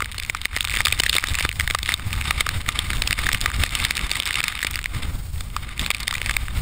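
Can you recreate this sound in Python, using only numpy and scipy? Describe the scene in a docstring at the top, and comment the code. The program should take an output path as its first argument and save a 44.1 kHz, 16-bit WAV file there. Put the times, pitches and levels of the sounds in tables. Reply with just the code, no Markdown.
"""Rain smacks against the plastic housing of a small body-worn camera, in a storm on a bare mountain ridge.
Each heavy drop cracks, rings the case and thuds; finer droplets tick at random between them.
Behind the rain the wind swells and eases: shaped noise gives a low buffeting, a flutter of eddies
and a rush over the case, with short gusts on top.
Loud smacks overload the microphone and make its gain duck for a moment."""
import sys
import numpy as np
from scipy import signal
from scipy.fft import rfft, irfft
from scipy.io import wavfile
from scipy.ndimage import uniform_filter1d

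SR = 44100
rng = np.random.default_rng(int(sys.argv[2]) if len(sys.argv) > 2 else 0)


def wav_out(sig):
    """Save sig, one row per channel (or a flat mono array), as 16-bit PCM at SR to the path in sys.argv[1]."""
    wavfile.write(sys.argv[1], SR, np.round(np.clip(np.atleast_2d(sig).T, -1, 1) * 32767).astype(np.int16))


N = 291536   # length of the scene in samples


def from_db(db):
    """Turn decibels into a gain."""
    return 10 ** (np.asarray(db) / 20)


def rms_one(x):
    """Scale to rms 1."""
    return x / np.sqrt(np.mean(x ** 2) + 1e-20)


def peak_one(hits):
    """Scale each row so that its loudest moment (36 samples long) has rms 1."""
    power = uniform_filter1d(hits ** 2, size=36)
    return hits / np.sqrt(power.max(axis=1, keepdims=True) + 1e-20)


def in_time(rows):
    """Draw each column of a table as a curve with a value at every sample."""
    t, *columns = np.transpose(rows)
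    return [np.interp(np.arange(N) / SR, t, column) for column in columns]


def butter(x, hz, kind, order=2):
    """Keep the lows or the highs with a causal filter."""
    sos = signal.butter(order, min(hz, .45 * SR), kind, fs=SR, output="sos")
    return signal.sosfilt(sos, x + 1e-18)


def drift(rate_hz):
    """Wander slowly at random, with spread 1."""
    step = 40   # one random value per 40 samples is enough for a slow curve
    r = np.exp(-2 * np.pi * rate_hz * step / SR)
    raw = rng.standard_normal(N // step + 2002)
    slow = signal.lfilter([1], [1, -2 * r, r * r], raw)[2000:]   # skip the filter's start
    return np.interp(np.arange(N) / step, np.arange(len(slow)), rms_one(slow))


def noise(spectrum):
    """Shape random noise to a given spectrum, rms 1."""
    hz, db = np.transpose(spectrum)
    grid = np.maximum(np.fft.rfftfreq(N, 1 / SR), 1)
    gain = from_db(np.interp(np.log(grid), np.log(hz), db))
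    return rms_one(irfft(rfft(rng.standard_normal(N)) * gain, N))


def colour(x, peaks):
    """Pass sound through a chain of resonances (positive dB) and hollows (negative dB)."""
    for hz, width_hz, db in peaks:
        g = from_db(db / 2)
        k = np.tan(np.pi * width_hz / SR)
        c = -2 * np.cos(2 * np.pi * hz / SR)
        x = signal.lfilter([1 + k * g, c, 1 - k * g], [1 + k / g, c, 1 - k / g], x)
    return x


# heavy drops on the case: t/s, level/dB, f/Hz of the ring before it wavers,
# thud/dB before the lift shared by all thuds, length/ms
HEAVY_DROPS = [(0.0044, -13.5, 1230, -51, 1.8), (0.0215, -12.5, 1300, -35, 3.1),
               (0.1807, -20, 3570, -40, 4.6), (0.1987, -16, 3050, -58, 2.1), (0.2976, -6.5, 2100, -33, 1.7),
               (0.3482, -14.5, 1230, -53, 2.5), (0.4547, 0, 2257, -23, 1), (0.564, -9.5, 2560, -31, 2.1),
               (0.572, -14.5, 2280, -44, 2.3), (0.607, -2.5, 2440, -39, 1.33),
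               (0.6489, -10, 3430, -46, 2.4), (0.7389, -12, 2300, -39, 1.3), (0.7626, -13, 2250, -46, 2),
               (0.7707, -7.5, 2130, -31, 1.7), (0.8052, 2.5, 2050, -30, 1.14), (0.852, 4, 3700, -38, 1.03),
               (0.8568, 5, 3690, -35, 1.7), (0.869, 1.5, 1620, -37, 1.9), (0.8822, -5, 3580, -47, 2.2),
               (0.9241, -1.5, 2775, -50, 3.3), (0.9986, 0.5, 3480, -17, 4.1),
               (1.0352, -2.5, 2870, -56, 2.2), (1.063, -4, 2160, -39, 2.8), (1.0948, 2.5, 2830, -48, 2.3),
               (1.1289, -4, 3080, -84, 2.2), (1.1423, -5.5, 2700, -54, 1.1), (1.1523, -5, 3050, -25, 1.9),
               (1.165, 7.5, 3790, -28, 1.2), (1.1828, 6.5, 2180, -49, 1.8), (1.2397, 1.5, 2030, -37, 0.95),
               (1.285, -14, 3540, -37, 2.3), (1.3521, -10.5, 2770, -47, 2.4), (1.3872, -10, 2130, -37, 1.4),
               (1.4069, -12, 2240, -32.5, 3.1), (1.4503, -3, 1370, -19, 1.4), (1.491, -4, 3590, -54, 1),
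               (1.5975, -5.5, 2320, -37, 2.3), (1.6078, -8, 2050, -49, 2.5), (1.6763, -6.5, 2180, -47, 1.3),
               (1.7, -11.5, 2340, -35, 3.1), (1.7082, -6, 2250, -36, 1.9), (1.748, -5, 1360, -60, 2.8),
               (1.8299, -14.5, 3550, -42, 2), (1.8907, -3.5, 1860, -40, 1.46), (1.92, -6.5, 2210, -45, 1.5),
               (1.9397, 1, 3350, -42, 1.46), (2.1288, -15.5, 2820, -43, 2.7), (2.308, 4.5, 2060, -33, 1.23),
               (2.4067, 0.5, 2330, -40, 3), (2.466, -9, 1255, -56, 1.95), (2.49, -7.5, 2220, -57, 1.9),
               (2.6889, 4, 2180, -43, 1.12), (2.7899, 0, 3570, -37, 1.75), (2.9034, -10.5, 2280, -35, 1.6),
               (3.02, -6.5, 2990, -30, 2.7), (3.0743, -7.5, 3570, -43, 3), (3.1083, -2.5, 2070, -73, 1.1),
               (3.1274, -1.5, 2670, -44, 2.6), (3.1897, -7.5, 1800, -35, 1), (3.2663, -7.5, 1880, -46, 2.5),
               (3.2894, -3.5, 1550, -43, 2.6), (3.3165, -8, 1880, -37, 0.59), (3.3298, -3, 3650, -31, 1.7),
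               (3.3464, -3, 2190, -39, 1.3), (3.4128, -12.5, 3520, -45, 2.1), (3.4591, 3.5, 1950, -44, 1.6),
               (3.6359, -1.5, 2170, -28, 2.24), (3.6638, -15, 2290, -57, 2), (3.7513, -6.5, 3610, -37, 2.3),
               (3.8003, -13.5, 2170, -44, 1.3), (3.8496, -0.5, 2910, -38, 1.9),
               (3.908, -2.5, 2110, -39, 1.8), (3.9684, -11.5, 3470, -53, 1.9),
               (3.977, -14.5, 2680, -48, 2.9), (3.9922, -16, 2300, -48, 2), (4.1143, -6, 2720, -32, 2.3),
               (4.154, -14.5, 2040, -47, 3.9), (4.2, -4.5, 2900, -40, 1.4), (4.2661, -16.5, 2070, -45, 1.4),
               (4.3076, -9, 1930, -40, 1.3), (4.342, -12.5, 2900, -44, 1.5), (4.355, -9.5, 2720, -35, 2.9),
               (4.4035, -7, 2160, -56, 1.9), (4.4394, -6, 3320, -51, 2.5), (4.481, -7.5, 2470, -53, 2),
               (4.6283, -9.5, 2150, -35, 2.3), (4.647, -10.5, 2190, -29.5, 2.1),
               (4.6675, -12, 2630, -60, 4.5), (4.7566, -12, 3600, -50, 1.7), (4.79, -15.5, 2230, -49, 1.7),
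               (4.8417, -18, 2770, -48, 1.3), (4.8579, -9, 2220, -55, 1.5), (5.4071, -24, 3670, -42, 3.1),
               (5.5644, -12, 1300, -55, 2.3), (5.7943, -11.5, 3340, -34.5, 1.7),
               (5.8619, -12.5, 2500, -39, 2.3), (5.904, 5.5, 2815, -25, 1.2), (5.9122, -8, 2390, -50, 3),
               (5.9466, -7, 2380, -55, 2.4), (6.0791, -4, 3560, -55, 1.7), (6.109, -11.5, 2630, -36, 3.5),
               (6.1526, -15.5, 1930, -49, 3.7), (6.2158, -12, 2280, -35.5, 1.8),
               (6.2606, -13, 3030, -38, 1.6), (6.2945, -9.5, 1920, -46, 3), (6.3096, -12, 2190, -44, 3.5),
               (6.3664, -1, 1950, -49, 1.64)]
# resonances of the case, as the wind rings it: f/Hz, width/Hz, level/dB
CASE_RESONANCES = [(1208, 79, 9), (2150, 415, 8.5), (3640, 167, 10)]


def drops(rows, wobble=0.3196, splash=1.0, splash_pitch_hz=2600, overload_db=-3.5, thud_lift_db=8.5,
          crack=1.0, crack_s=0.0001):
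    """Each drop cracks, then rings its spot on the case as it spreads; hard ones are clipped flat."""
    s, level_db, pitch_hz, thud_db, length_ms = np.array(rows).T[:, :, None]
    t = np.arange(SR // 80) / SR
    waver, spray, slap = rng.standard_normal((3, len(rows), len(t)))

    age = t / (length_ms / 1000)
    fade = np.exp(-age ** 3) + .05 * np.exp(-t / .002)
    spreading = (1 - np.exp(-t / .0003)) * fade

    bend = np.exp(wobble * rms_one(butter(waver, 1163, "low")))   # the water's load bends the pitch
    ring = np.sin(2 * np.pi * np.cumsum(pitch_hz * bend, axis=1) / SR)
    spray = butter(butter(spray, 1450, "high", order=1), 9900, "low", order=1)
    spray = spray * splash * pitch_hz / splash_pitch_hz   # higher-ringing drops splash more
    hits = spreading * (ring + spray) + crack * spray * np.exp(-t / crack_s)

    damped = np.array(CASE_RESONANCES) * [1, 2, .5]   # the water makes them wider and weaker
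    hits = peak_one(colour(butter(hits, 1400, "high"), damped))
    drive_db = np.clip((level_db - overload_db) / 2, -10, 8)
    hits = peak_one(np.tanh(hits * from_db(drive_db)))   # the harder the drop, the flatter its peaks

    thud = butter(butter(slap * spreading, 900, "low"), 135, "high")   # the whole case is jolted
    hits = from_db(level_db) * hits + from_db(thud_db + thud_lift_db) * peak_one(thud)
    at = (np.maximum(s, 0) * SR).astype(int) + np.arange(len(t))
    return np.bincount(at.ravel(), hits.ravel(), N)[:N]


# how thickly the fine rain falls: t/s, rate/(droplets per s)
DRIZZLE_RATE = [(0, 60), (.55, 70), (.8, 190), (1.25, 180), (1.55, 55), (1.9, 70), (2.1, 25), (2.9, 35),
                (3.9, 90), (4.7, 110), (4.88, 3), (5.78, 10), (5.8, 120), (6.3, 60), (6.4, 12)]
DROPLET_DB, DROPLET_SPREAD_DB = -24, 5   # in average wind
DROPLET_FOLLOWS = 0.35   # dB of droplet level per dB of change in the rush
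DROPLET_THUD_DB = -48   # against the droplet's tick, before the lift shared by all thuds


def drizzle(per_s, rush_db, length_ms=1.0, pitch_hz=2714.0):
    """Droplets of many sizes tick at random between the heavy drops, harder in faster air."""
    at = np.flatnonzero(rng.random(N) < per_s / SR)
    size, length, spot = np.clip(rng.standard_normal((len(at), 3)), -2, 2).T
    wind_lift_db = DROPLET_FOLLOWS * (rush_db[at] - rush_db.mean())
    levels = DROPLET_DB + DROPLET_SPREAD_DB * size + wind_lift_db
    lengths = length_ms * np.exp(0.26 * length)
    pitches = pitch_hz * np.exp(0.381 * spot)
    return drops(np.column_stack([at / SR, levels, pitches, levels + DROPLET_THUD_DB, lengths]))


# slow swell of the wind, before the gusts:
# t/s, buffeting level/dB, fluttering eddies level/dB, rush over the case level/dB
WIND_SWELL = [(0, -34.5, -49.5, -45), (.48, -34, -51, -41.5), (.85, -25.5, -42.5, -36),
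              (1.35, -29.5, -46, -32.5), (1.62, -27, -53, -46), (2.0, -31.5, -46, -39.5),
              (2.72, -28.5, -41.5, -34.5), (2.9, -25, -38, -32), (3.6, -27.5, -40, -34.5),
              (4.3, -37, -42, -32.5), (4.55, -37.5, -46.5, -38), (4.85, -29.5, -49, -44),
              (5.02, -25, -34, -32.5), (5.3, -29, -51, -63), (5.68, -33, -45.5, -40),
              (6.05, -34, -43.5, -40.5), (6.4, -27, -46.5, -40), (6.6, -22.5, -37, -37.5)]
# short gusts: t/s at the crest, length/s, lift of the buffeting/dB, lift of the rush/dB
SHORT_GUSTS = [(0.805, 0.069, 4.5, 14.5), (1.185, 0.07, -2.5, 8.5), (1.328, 0.084, 7, -6),
               (1.451, 0.033, 8.5, 11), (1.898, 0.093, 1, 16), (2.07, 0.062, 8.5, 1), (2.168, 0.16, 7, -1),
               (2.29, 0.11, 5.5, 9.5), (2.392, 0.17, 5, 4.5), (2.581, 0.052, 5, -7), (2.986, 0.17, 5, -0.5),
               (3.248, 0.04, 6, 1.5), (3.345, 0.029, 17, 9), (3.444, 0.028, 7.5, 2.5),
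               (3.593, 0.11, 6.5, -1), (3.808, 0.11, 2.5, 4.5), (4.045, .1, 7.5, -1),
               (5.813, 0.055, 15, 12.5)]


def airflow():
    """Each gust is a smooth hump on the slow swell; the eddies follow the mean of its two lifts."""
    buffet_db, eddy_db, rush_db = in_time(WIND_SWELL)
    t = np.arange(N) / SR
    for s, length_s, buffet_lift_db, rush_lift_db in SHORT_GUSTS:
        hump = np.cos(np.pi * np.clip((t - s) / length_s, -.5, .5))
        buffet_db = buffet_db + buffet_lift_db * hump
        eddy_db = eddy_db + (buffet_lift_db + rush_lift_db) / 2 * hump
        rush_db = rush_db + rush_lift_db * hump
    return buffet_db, eddy_db, rush_db


# colour of the buffeting noise: f/Hz, relative level/dB per Hz
BUFFET_SPECTRUM = [(12, 1), (24, -3.5), (33, 2), (50, 4), (75, 1), (115, -7), (190, -21.5), (330, -37.5)]
# colour of the fluttering eddies: f/Hz, relative level/dB per Hz
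EDDY_SPECTRUM = [(60, -1), (150, 5), (250, 0.5), (420, -9), (800, -10.5), (1500, -9.5), (4000, -90)]
# colour of the rush before the case rings: f/Hz, relative level/dB per Hz
RUSH_SPECTRUM = [(300, -77), (750, -5), (1100, 0), (2000, 0), (3000, 0.5), (4200, -5), (5300, -7),
                 (6050, -14), (7000, -11.5), (10500, -8), (12000, -16.5), (13500, -11), (15000, -31)]


def wind(buffet_db, eddy_db, rush_db, lumpy_db=2.5, eddy_flutter_db=3.0, grain_db=6.5, brightening=0.42):
    """Large eddies push on the microphone; small ones flutter and rush along the case, sharing swirls."""
    swirl = drift(21.5)
    push = noise(BUFFET_SPECTRUM)
    push = push / np.sqrt(uniform_filter1d(push ** 2, size=SR // 18))   # even out its own slow swells
    buffet = push * from_db(buffet_db + lumpy_db * swirl)

    flutter = (swirl + drift(20)) / np.sqrt(2)
    eddies = noise(EDDY_SPECTRUM) * from_db(eddy_db + eddy_flutter_db * flutter)

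    rush = rms_one(colour(noise(RUSH_SPECTRUM), CASE_RESONANCES))
    treble = rush - butter(rush, 4400, "low", order=1)
    treble_lift_db = brightening * (rush_db - rush_db.mean())
    rush = rush + treble * (from_db(treble_lift_db) - 1)   # faster air hisses brighter
    grain = (swirl + drift(70)) / 2
    return buffet + eddies + rush * from_db(rush_db + grain_db * grain)


def scene():
    """Add heavy drops, fine rain and wind on the case."""
    buffet_db, eddy_db, rush_db = airflow()
    per_s, = in_time(DRIZZLE_RATE)
    air = wind(buffet_db, eddy_db, rush_db)
    return (air + drizzle(per_s, rush_db) + drops(HEAVY_DROPS))[None]


def gain_control(x, threshold_db=-17.5, slope=0.45, release_db_per_s=125.0, attack_s=0.0052):
    """A loud smack pulls the gain down just after it; the gain then creeps back."""
    power = np.abs(butter(butter(x, 460, "high") ** 2, 190, "low", order=1))   # deaf to the low buffeting
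    over_db = np.maximum(10 * np.log10(power + 1e-12) - threshold_db, 0)
    recovery = release_db_per_s * np.arange(N) / SR
    held_db = np.maximum.accumulate(slope * over_db + recovery) - recovery
    r = np.exp(-1 / (attack_s * SR))
    cut_db = signal.lfilter([(1 - r) ** 2], [1, -2 * r, r * r], held_db)   # the gain needs time to drop
    return x * from_db(-cut_db)


# resonances of the microphone's port: f/Hz, width/Hz, level/dB
PORT_RESONANCES = [(8380, 450, 6), (9600, 1000, 3), (14350, 1200, 6)]
# hollows where echoes inside the housing cancel: f/Hz, width/Hz, level/dB
HOUSING_HOLLOWS = [(5983, 387, -20), (11380, 550, -17.5), (12350, 1180, -27)]
CUTOFF_HZ = 15600


def record(dry, ceiling=0.38):
    """The gain ducks, peaks are rounded, port and housing colour the sound, the top is cut."""
    rounded = ceiling * np.tanh(gain_control(dry[0]) / ceiling)
    out = colour(rounded, PORT_RESONANCES + HOUSING_HOLLOWS)
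    top_cut = signal.ellip(10, .3, 80, CUTOFF_HZ, fs=SR, output="sos")   # .3 dB ripple, then 80 dB down
    return signal.sosfilt(top_cut, out)[None]


dry = scene()
out = record(dry)
wav_out(out)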